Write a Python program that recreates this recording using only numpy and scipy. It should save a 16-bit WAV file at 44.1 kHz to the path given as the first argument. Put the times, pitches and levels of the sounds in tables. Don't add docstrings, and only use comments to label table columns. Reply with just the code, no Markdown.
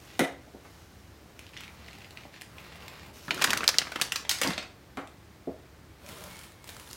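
import sys
import numpy as np
from scipy import signal
from scipy.fft import rfft, irfft
from scipy.io import wavfile

SR = 44100
rng = np.random.default_rng(int(sys.argv[2]) if len(sys.argv) > 2 else 0)


def wrap_up_sound(samples):
    columns = np.atleast_2d(samples).T
    tamed = np.clip(columns, -1, 1)
    steps = np.round(tamed * 32767).astype(np.int16)
    wavfile.write(sys.argv[1], SR, steps)


N = 306936
TIME = np.arange(N) / SR

# (time [s], pop level [dB], pitch [Hz], attack [cycles],
# shiver level [dB], crack level [dB])
BUCKLES = [(3.2812, -40, 1150, 1.8, -32.5, -54), (3.2895, -33, 1400, 2.5, -44, -53),
           (3.3074, -16, 2480, 1.8, -19.5, -41), (3.3445, -34, 2420, 1, -38, -33),
           (3.3773, -30, 1550, 1.2, -36, -46), (3.393, -32, 1380, 1.6, -33, -48),
           (3.4038, -29, 1820, 1.4, -34, -47), (3.414, -27, 2000, 1.2, -20.5, -38),
           (3.4206, -17, 2760, 1.4, -18.5, -20.5), (3.4411, -9, 3820, 0.97, -19.5, -17),
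           (3.4442, -13, 1550, .8, -20, -20.5), (3.4732, -21, 1760, 1.2, -37.5, -37),
           (3.495, -29, 2000, 1.2, -27, -39), (3.505, -14, 3300, 1.2, -22, -22.5),
           (3.5321, -17.5, 1600, 1.4, -21.5, -25.5), (3.549, -29, 1500, 1.1, -46, -48),
           (3.568, -28, 1390, 2.1, -41, -56.5), (3.574, -18.5, 2400, 1, -27.5, -25),
           (3.6067, -29, 1350, 1.3, -30, -62.5), (3.633, -18.5, 1550, 0.96, -31, -43),
           (3.6403, -30, 2000, 1.1, -26, -34), (3.6786, 2, 4700, .75, -19.5, -21),
           (3.689, -18, 3500, 0.66, -16, -20), (3.7423, -27, 2000, 1.3, -34.5, -38),
           (3.785, 2, 5170, 0.71, -17, -29), (3.8166, -26, 1950, 0.84, -25.5, -52),
           (3.8693, -31, 1120, 1.1, -34, -52), (3.9192, -39, 1170, 1.1, -30, -39),
           (3.9586, -21.5, 1370, 1.14, -26.5, -37.5), (3.999, -29, 1380, 1.5, -35.5, -45),
           (4.0135, -14, 2630, 1.6, -22, -20.5), (4.0195, -15.5, 4000, 1.8, -26, -25),
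           (4.121, -16.5, 2880, 1.6, -26.5, -26), (4.1584, -25, 4240, 3.8, -24.5, -27.5),
           (4.2498, -42, 890, 1.2, -35.5, -52), (4.2935, -16.5, 3400, 2.6, -22.5, -18.5),
           (4.3125, -20, 4570, 3.7, -24.5, -23), (4.386, -37, 4840, 2, -40, -37),
           (4.415, -23, 2000, 0.71, -18, -21.5), (4.4335, -35, 3060, 1.2, -23, -27),
           (4.4742, -15, 5100, 1.7, -33, -29), (4.504, -41, 3220, 1.2, -30, -46),
           (4.534, -26.5, 4000, 2, -37, -59), (4.579, -26.5, 2540, 1.8, -26.5, -56),
           (4.627, -42, 2600, 1.5, -37.5, -61)]
# (frequency [Hz], level [dB])
FILM_TONE = [(88, -42.5), (150, 0.5), (328, -6), (716, -2.5), (1500, 0), (1690, 1.5), (2700, 0), (2980, -2),
             (4580, -5.5), (9630, -25.5), (15100, -38), (16000, -40)]
# (frequency [Hz], level [dB])
CRACK_TONE = [(2000, -21.5), (5000, 7.5), (9000, 2.5), (15000, -5)]
# (time [s], distance [multiples of the nearest])
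POUCH_DISTANCE = [(3.28, 1.7), (3.5, 1.1), (3.75, 1), (4.12, 2), (4.3, 3.2), (4.6, 3)]

def pouch_snaps():
    t, out = np.arange(2048) / SR, np.zeros(N)
    for s, pop_db, hz, cycles, shiver_db, crack_db in BUCKLES:
        shiver = noise(FILM_TONE, len(t), tilt_db=5.5 * np.log2(hz / 2000), ripple_db=3)
        shiver *= burst(t, .0001, .0062)
        crack = noise(CRACK_TONE, len(t)) * burst(t, .0001, .0043)
        buckle = amp(pop_db) * pop(t, hz, cycles, sag=.14)
        sheet = amp(shiver_db) * shiver + amp(crack_db) * crack
        distance = np.interp(s, *np.transpose(POUCH_DISTANCE))
        add(out, s, buckle + sheet)
        add(out, s, distance * kitchen(amp(-17.5) * buckle + amp(-12.5) * sheet, build_s=.0033))
    return butter(out, 2, 130, "high")


# (time [s], level [dB])
BENDING = [(3.26, -71), (3.34, -52), (3.47, -38), (3.65, -47), (3.88, -52), (4.04, -49), (4.26, -69),
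           (4.48, -41), (4.66, -64)]
# (start [s], length [s], level [dB])
HANDLING = [(-.05, 0.28, -57.5), (.36, 2.55, -66), (.63, 0.25, -69), (3.13, .26, -53), (3.36, 0.46, -49),
            (3.78, 0.31, -55.5), (4.29, 0.18, -52)]
# (frequency [Hz], level [dB])
CREASE_TONE = [(1000, -2.5), (2500, -3.5), (4500, -2.5), (7000, -6.5), (10000, -10.5), (15000, -14)]

def pouch_crinkle():
    t, pops = np.arange(1024) / SR, np.zeros(N)
    start, end = BENDING[0][0], BENDING[-1][0]
    for when, pitch, softness in rng.random((130, 3)):
        panel = pop(t, 1100 * 3 ** pitch, cycles=1.5, sag=.4)
        add(pops, start + when * (end - start), amp(-12 * softness) * panel)
    bending = amp(np.interp(TIME, *np.transpose(BENDING))) * (TIME > start) * (TIME < end)
    crackle = grains(FILM_TONE, per_s=770, spread_db=6.5, fall_s=.00024)
    flex = bending * (amp(13) * pops + amp(.5) * crackle)
    creases = grains(CREASE_TONE, per_s=1800, spread_db=3, fall_s=.0019)
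    creases *= strokes(HANDLING, rise=.043, fall=.15)
    return flex + creases + amp(-6) * kitchen(flex + creases)


# (start [s], length [s], level [dB])
HEAP_SHIFTS = [(3.28, 0.18, -41.5), (3.46, 0.25, -44), (3.8, 0.16, -63), (4.19, .09, -54),
               (4.54, 0.19, -53.5)]
# (frequency [Hz], level [dB])
HEAP_TONE = [(70, -20), (150, 3), (300, 10), (480, 1), (900, -13), (2500, -33.5)]

def cheese_slumps():
    tumble = grains(HEAP_TONE, per_s=400, spread_db=1.5, fall_s=.006, count=6)
    return strokes(HEAP_SHIFTS, rise=.12, fall=.91) * tumble


# (time [s], thud level [dB], hardness as cutoff [Hz],
# ring level [dB], ring time [factor, low under a resting hand])
HITS = [(0.1929, -22, 3720, -25, .6), (.196, -32.5, 2900, -22, 0.44), (0.2083, -18.5, 670, -18, 0.7),
        (0.467, -43, 686, -53, 0.7), (.545, -39, 600, -45.5, 0.54), (0.649, -47.5, 2240, -54, 0.65),
        (2.252, -44.5, 1000, -58, 0.34), (3.44, -32, 1810, -36.5, 0.55), (4.446, -26, 1680, -53, 0.45),
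        (4.461, -30, 1390, -26.5, 0.54), (4.473, -17.5, 204, -19, 0.63), (4.487, -22, 315, -34, 0.67),
        (4.9714, -35, 2870, -41.5, 0.4), (4.978, -31.5, 1380, -36.5, 0.49), (5.021, -45, 1540, -43, 0.6),
        (5.472, -22.5, 560, -24.5, 0.41)]
# (frequency [Hz], level [dB], t60 [s])
COUNTER_MODES = [(172, -10, .16), (275, 1.5, .25), (350, -2, .2), (436, -14, .2), (495, -9, .21),
                 (576, -9, .18), (657, -8, .12), (856, -23, .24), (711, -11, .16), (818, -11, .15),
                 (1082, -20, .18), (1330, -11, .19), (1825, -17, .23), (1992, -7, .28), (2115, -4, .22),
                 (2200, -10, .13), (3600, -18, .16)]
# (frequency [Hz], level [dB])
THUD_TONE = [(60, -54), (120, -19), (200, 2), (330, -1.5), (700, 0.5), (1000, -4), (1350, -6), (1700, -5),
             (2100, -5), (2700, -10.5), (5000, -22), (15000, -31.5)]
# (frequency [Hz], level [dB])
CLICK_TONE = [(1000, -11), (2500, -0.5), (3600, 4), (4500, -5), (7500, -1), (10000, -2), (15000, -2)]

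def counter_knocks():
    t, out = np.arange(16384) / SR, np.zeros(N)
    for s, thud_db, hard_hz, ring_db, ring_factor in HITS:
        modes = ring(COUNTER_MODES, t, ring_factor) * (1 - np.exp(-t / .0023))
        thud = noise(THUD_TONE, len(t)) * burst(t, .0005, .014)
        body = amp(ring_db) * modes + amp(thud_db) * thud
        body = butter(body, 3, [120, hard_hz], "band")
        hardness = hard_hz / 3900
        click = noise(CLICK_TONE, len(t), cut_hz=13000 * hardness ** 3) * burst(t, .000067, .004)
        click *= amp(thud_db + 11 * np.log2(hardness))
        radiated = butter(body, 2, 650, "high")
        add(out, s, body + click)
        add(out, s, kitchen(amp(-1) * radiated + amp(-2) * click, build_s=.0023))
    return out


# (start [s], length [s], level [dB])
FINGER_STROKES = [(.06, 0.11, -59), (1.4, 0.088, -61.5), (1.52, 0.14, -55.5), (1.73, 0.33, -58.5),
                  (2.15, 0.13, -62), (2.32, 0.072, -55), (2.55, 0.57, -57)]
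# (frequency [Hz], level [dB])
SHRED_TONE = [(410, -60), (700, -3), (760, -12), (1350, -12), (2000, -1.5), (3100, -3.5), (4210, -7.5),
              (5800, -14.5), (11600, -31.5), (15000, -59)]

def cheese_spreading():
    slide = grains(SHRED_TONE, per_s=3200, spread_db=2.5, fall_s=.0011)
    patter = amp(-2) * grains(SHRED_TONE, per_s=40, spread_db=-1.5, fall_s=.0011)
    return strokes(FINGER_STROKES, rise=.17, fall=.13) * (slide + patter)


# (start [s], length [s], level [dB])
PRESSES = [(1.42, 0.91, -59), (2.42, 0.72, -53), (6.08, 0.038, -51), (6.18, .11, -51)]
# (frequency [Hz], level [dB])
DOUGH_TONE = [(80, -56), (150, -3), (200, -1), (270, -18), (600, -13), (1500, -17), (6000, -33.5)]

def dough_rub():
    rub = grains(DOUGH_TONE, per_s=250, spread_db=1.5, fall_s=.0072)
    return strokes(PRESSES, rise=.26, fall=.088) * rub


# (time [s], level [dB], pitch [Hz], edge trim [dB])
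SPOT_TICKS = [(1.3921, -34, 2830, -1), (1.4666, -39.5, 3060, -13), (1.492, -46, 3750, -3),
              (1.5352, -40, 2920, -16), (1.5425, -41, 2460, -11), (1.567, -32.5, 2330, -22),
              (1.5741, -30, 3280, -25), (1.607, -35.5, 2650, 0), (1.613, -40, 3300, -8),
              (1.6357, -34.5, 2720, -15), (1.643, -39, 3600, -9), (1.6795, -38, 2520, -16),
              (1.8855, -38.5, 2190, -10), (1.931, -40, 2900, -5), (1.9852, -45, 2440, 1),
              (2.017, -39, 2630, -16), (2.0454, -36, 2980, -23), (2.1077, -36.5, 4400, -7),
              (2.173, -30.5, 2760, -27), (2.235, -39, 2340, -18), (2.341, -41, 1930, -10),
              (2.412, -35, 2960, -1.5), (2.4188, -38.5, 1980, 6), (2.583, -34.5, 2700, -22),
              (2.881, -33, 2600, -1), (5.074, -40, 8500, -10), (6.0635, -35.5, 6900, -16),
              (6.208, -46, 7400, 3), (6.239, -40, 7000, 8), (6.3116, -44, 6000, -3), (6.358, -47, 7000, 7),
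              (6.391, -37, 11000, 1), (6.439, -38, 11100, -11), (6.5197, -48, 2000, 4),
              (6.6423, -42, 9000, 7), (6.6912, -32.5, 4760, 0.5), (6.766, -40, 1360, 5),
              (6.798, -39.5, 3060, 3.5), (6.875, -43, 11000, 1), (6.9114, -38, 12000, 3),
              (6.9309, -36, 5500, 6)]
# (frequency [Hz], level [dB])
THREAD_TONE = [(1000, 3), (4500, -1.5), (10000, -1), (15000, -10)]

def small_ticks():
    t, out = np.arange(1024) / SR, np.zeros(N)
    for s, db, hz, edge_db in SPOT_TICKS:
        rustle = amp(-8.5) * noise(SHRED_TONE, len(t), tilt_db=3, ripple_db=3) * burst(t, .0001, .0025)
        edge = amp(edge_db - 3) * noise(THREAD_TONE, len(t)) * burst(t, .0001, .0018)
        tick = amp(db) * (pop(t, hz, cycles=1.05, sag=.25) + rustle + edge)
        add(out, s, tick)
        add(out, s, amp(-4.5) * kitchen(tick, build_s=.0017))
    return out


# (start [s], length [s], push level [dB], crackle level [dB])
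SPOON_STROKES = [(6.05, 0.48, -52, -60.5), (6.65, 0.43, -56.5, -59.5)]
# (frequency [Hz], level [dB])
PUSH_TONE = [(150, -3.5), (250, 0.5), (400, -26), (600, -8), (800, -7.5), (1100, -3), (1400, -8.5),
             (2300, -6.5), (3000, -5), (6000, -11.5), (15000, -14)]

def spoon_stirring():
    push = grains(PUSH_TONE, per_s=4000, spread_db=3, fall_s=.0019)
    push *= strokes(SPOON_STROKES, rise=.22, fall=.45, widen_s=.08)
    threads = grains(THREAD_TONE, per_s=2600, spread_db=2.8, fall_s=.00024)
    smacks = amp(-1.5) * grains(THREAD_TONE, per_s=31, spread_db=-3, fall_s=.00058)
    return push + strokes(SPOON_STROKES, rise=.13, fall=.16, column=3) * (threads + smacks)


# (time [s], favoured pitch [Hz], level [dB])
WALL_DRAG = [(6.02, 600, -59), (6.09, 560, -60.5), (6.2, 515, -59), (6.26, 750, -58), (6.32, 2100, -55),
             (6.41, 2300, -62.5), (6.52, 2200, -74), (6.7, 1800, -68), (6.78, 1020, -65), (6.95, 1500, -81)]
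# (frequency [Hz], level [dB])
CHATTER_TONE = [(1000, -5.5), (2500, 5), (4500, 5.5), (7000, 12.5), (10000, 10), (15000, 5)]
# (frequency [Hz], level [dB], t60 [s])
BOWL_MODES = [(480, -3, .04), (587, 0, .035), (964, -2, .025), (1550, -9, .022), (2190, 1, .07),
              (3200, -7, .02)]

def bowl_scrape():
    t, out = np.arange(4096) / SR, np.zeros(N)
    s, favoured_hz, db = np.transpose(WALL_DRAG)
    octave, reach_octaves = np.interp(TIME, s, np.log2(favoured_hz)), .98
    chatter = grains(CHATTER_TONE, per_s=700, spread_db=2.5, fall_s=.00082, count=6)
    for hz, mode_db, t60 in BOWL_MODES:
        mode = unit(signal.oaconvolve(chatter, ring([(hz, 0, t60)], t))[:N])
        out += amp(mode_db) * mode / (1 + ((np.log2(hz) - octave) / reach_octaves) ** 4)
    return out * amp(np.interp(TIME, s, db)) * (TIME > s[0])


# (start [s], length [s], level [dB], pocket pitch [Hz])
PEELS = [(6.081, 0.023, -44, 1960), (6.115, .035, -51, 3300), (6.225, .03, -67, 4500),
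         (6.674, 0.03, -47, 2180), (6.693, 0.026, -46.5, 1770), (6.796, .035, -63, 2200),
         (6.895, 0.043, -51, 4300)]

def dough_squelches():
    t, out = np.arange(4096) / SR, np.zeros(N)
    clicks_per_s, glide_octaves = 1500, -.17
    for s, length, db, hz in PEELS:
        opening = np.minimum(t / length, 1)
        clicks = rng.standard_normal(len(t)) * (rng.random(len(t)) < clicks_per_s / SR)
        pitch = hz * 2 ** (glide_octaves * (opening - .5))
        pocket = unit(resonate(np.diff(clicks, prepend=0), pitch, width_hz=470))
        add(out, s, amp(db) * pocket * np.sin(np.pi * opening ** .29))
    return out


# (frequency [Hz], t60 [s])
KITCHEN_DECAY = [(150, .36), (400, .38), (1000, .36), (2800, .32), (7000, .3), (15000, .2)]

def kitchen(x, build_s=.0081):
    size = SR // 2
    taps = rng.standard_normal(size) * (rng.random(size) < .15)
    hz, t, bands = signal.stft(taps, SR, nperseg=256)
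    decay = amp(-60 * t / read(KITCHEN_DECAY, hz)[:, None])
    tail = signal.istft(bands * decay, SR, nperseg=256)[1][:size]
    tail *= 1 - np.exp(-(np.arange(size) / SR / build_s) ** 2)
    return signal.oaconvolve(x, tail / np.linalg.norm(tail))[:N]


# (frequency [Hz], level [dB])
AIR_TONE = [(15, -39), (25, -9), (87, 1), (249, -9), (301, -7), (503, -13), (863, -16), (936, -18),
            (1070, -17), (2160, -20), (2690, -24), (4370, -25.5), (11300, -35.5), (14800, -33.5),
            (16000, -37)]

def room_tone():
    drift = unit(np.interp(TIME, np.linspace(0, TIME[-1], 60), rng.standard_normal(60)))
    hum_hz = 68.4 + 2.79 * drift
    hum = unit(np.sin(2 * np.pi * np.cumsum(hum_hz) / SR))
    return amp(-53.3) * noise(AIR_TONE, N) + amp(-62) * hum


def amp(db):
    return 10 ** (np.asarray(db) / 20)


def unit(x):
    return x / np.sqrt(np.mean(x ** 2) + 1e-20)


def read(points, hz):
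    f, value = np.transpose(points)
    return np.interp(np.log(hz + 1), np.log(f + 1), value)


def add(mix, s, sound):
    part = mix[round(s * SR):][:len(sound)]
    part += sound[:len(part)]


def butter(x, order, hz, kind):
    return signal.sosfilt(signal.butter(order, hz, kind, fs=SR, output="sos"), x)


def noise(tone, size, tilt_db=0, cut_hz=150000, ripple_db=0):
    hz = np.fft.rfftfreq(size, 1 / SR)
    ripple = np.interp(hz, np.geomspace(600, 16000, 28), rng.standard_normal(28))
    colour = amp(read(tone, hz) + tilt_db * np.log2(1 + hz / 1000) + ripple_db * ripple)
    colour /= np.sqrt(1 + (hz / cut_hz) ** 4)
    return unit(irfft(rfft(rng.standard_normal(size)) * colour, size))


def burst(t, rise_s, fall_s):
    return (1 - np.exp(-t / rise_s)) * np.exp(-t / fall_s)


def pop(t, hz, cycles, sag):
    u = t * hz / cycles
    pitch = hz * (1 - sag * u / (u + 4))
    return u * np.exp(1 - u) * np.sin(2 * np.pi * np.cumsum(pitch) / SR)


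def grains(tone, per_s, spread_db, fall_s, count=16):
    t, out = np.arange(512) / SR, np.zeros(N)
    sizes = amp(spread_db * np.minimum(rng.exponential(1, N), 3.5))
    triggers = sizes * (rng.random(N) < per_s / SR)
    kind = rng.integers(0, count, N)
    for k in range(count):
        grain = noise(tone, len(t), ripple_db=3) * burst(t, fall_s / 8, fall_s)
        out += signal.oaconvolve(triggers * (kind == k), grain)[:N]
    return unit(out)


def strokes(rows, rise, fall, column=2, widen_s=0):
    gain = np.zeros(N)
    for row in rows:
        progress = (TIME - row[0] + widen_s) / (row[1] + 2 * widen_s)
        gain += amp(row[column]) * np.clip(np.minimum(progress / rise, (1 - progress) / fall), 0, 1)
    return gain


def ring(modes, t, factor=1):
    hz, db, t60 = np.transpose(modes)[:, :, None]
    return (amp(db - 60 * t / (t60 * factor)) * np.sin(2 * np.pi * hz * t)).sum(0)


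def resonate(x, hz, width_hz):
    turn = np.exp(2j * np.pi * np.cumsum(hz) / SR)
    pole = np.exp(-np.pi * width_hz / SR)
    return 2 * (turn * signal.lfilter([1 - pole], [1, -pole], x / turn)).real


def scene():
    soft = cheese_spreading() + dough_rub()
    soft += spoon_stirring() + bowl_scrape() + dough_squelches() + cheese_slumps()
    sharp = pouch_snaps() + pouch_crinkle() + counter_knocks() + small_ticks()
    return (sharp + soft + amp(-4.5) * kitchen(soft) + room_tone())[None]


def record(dry):
    clipped = np.clip(butter(dry, 4, 48, "high"), -1, 1)
    lowpass = signal.firwin(511, 16000, window=("kaiser", 9), fs=SR)
    return signal.oaconvolve(clipped, lowpass[None], "same")


dry = scene()
out = record(dry)
wrap_up_sound(out)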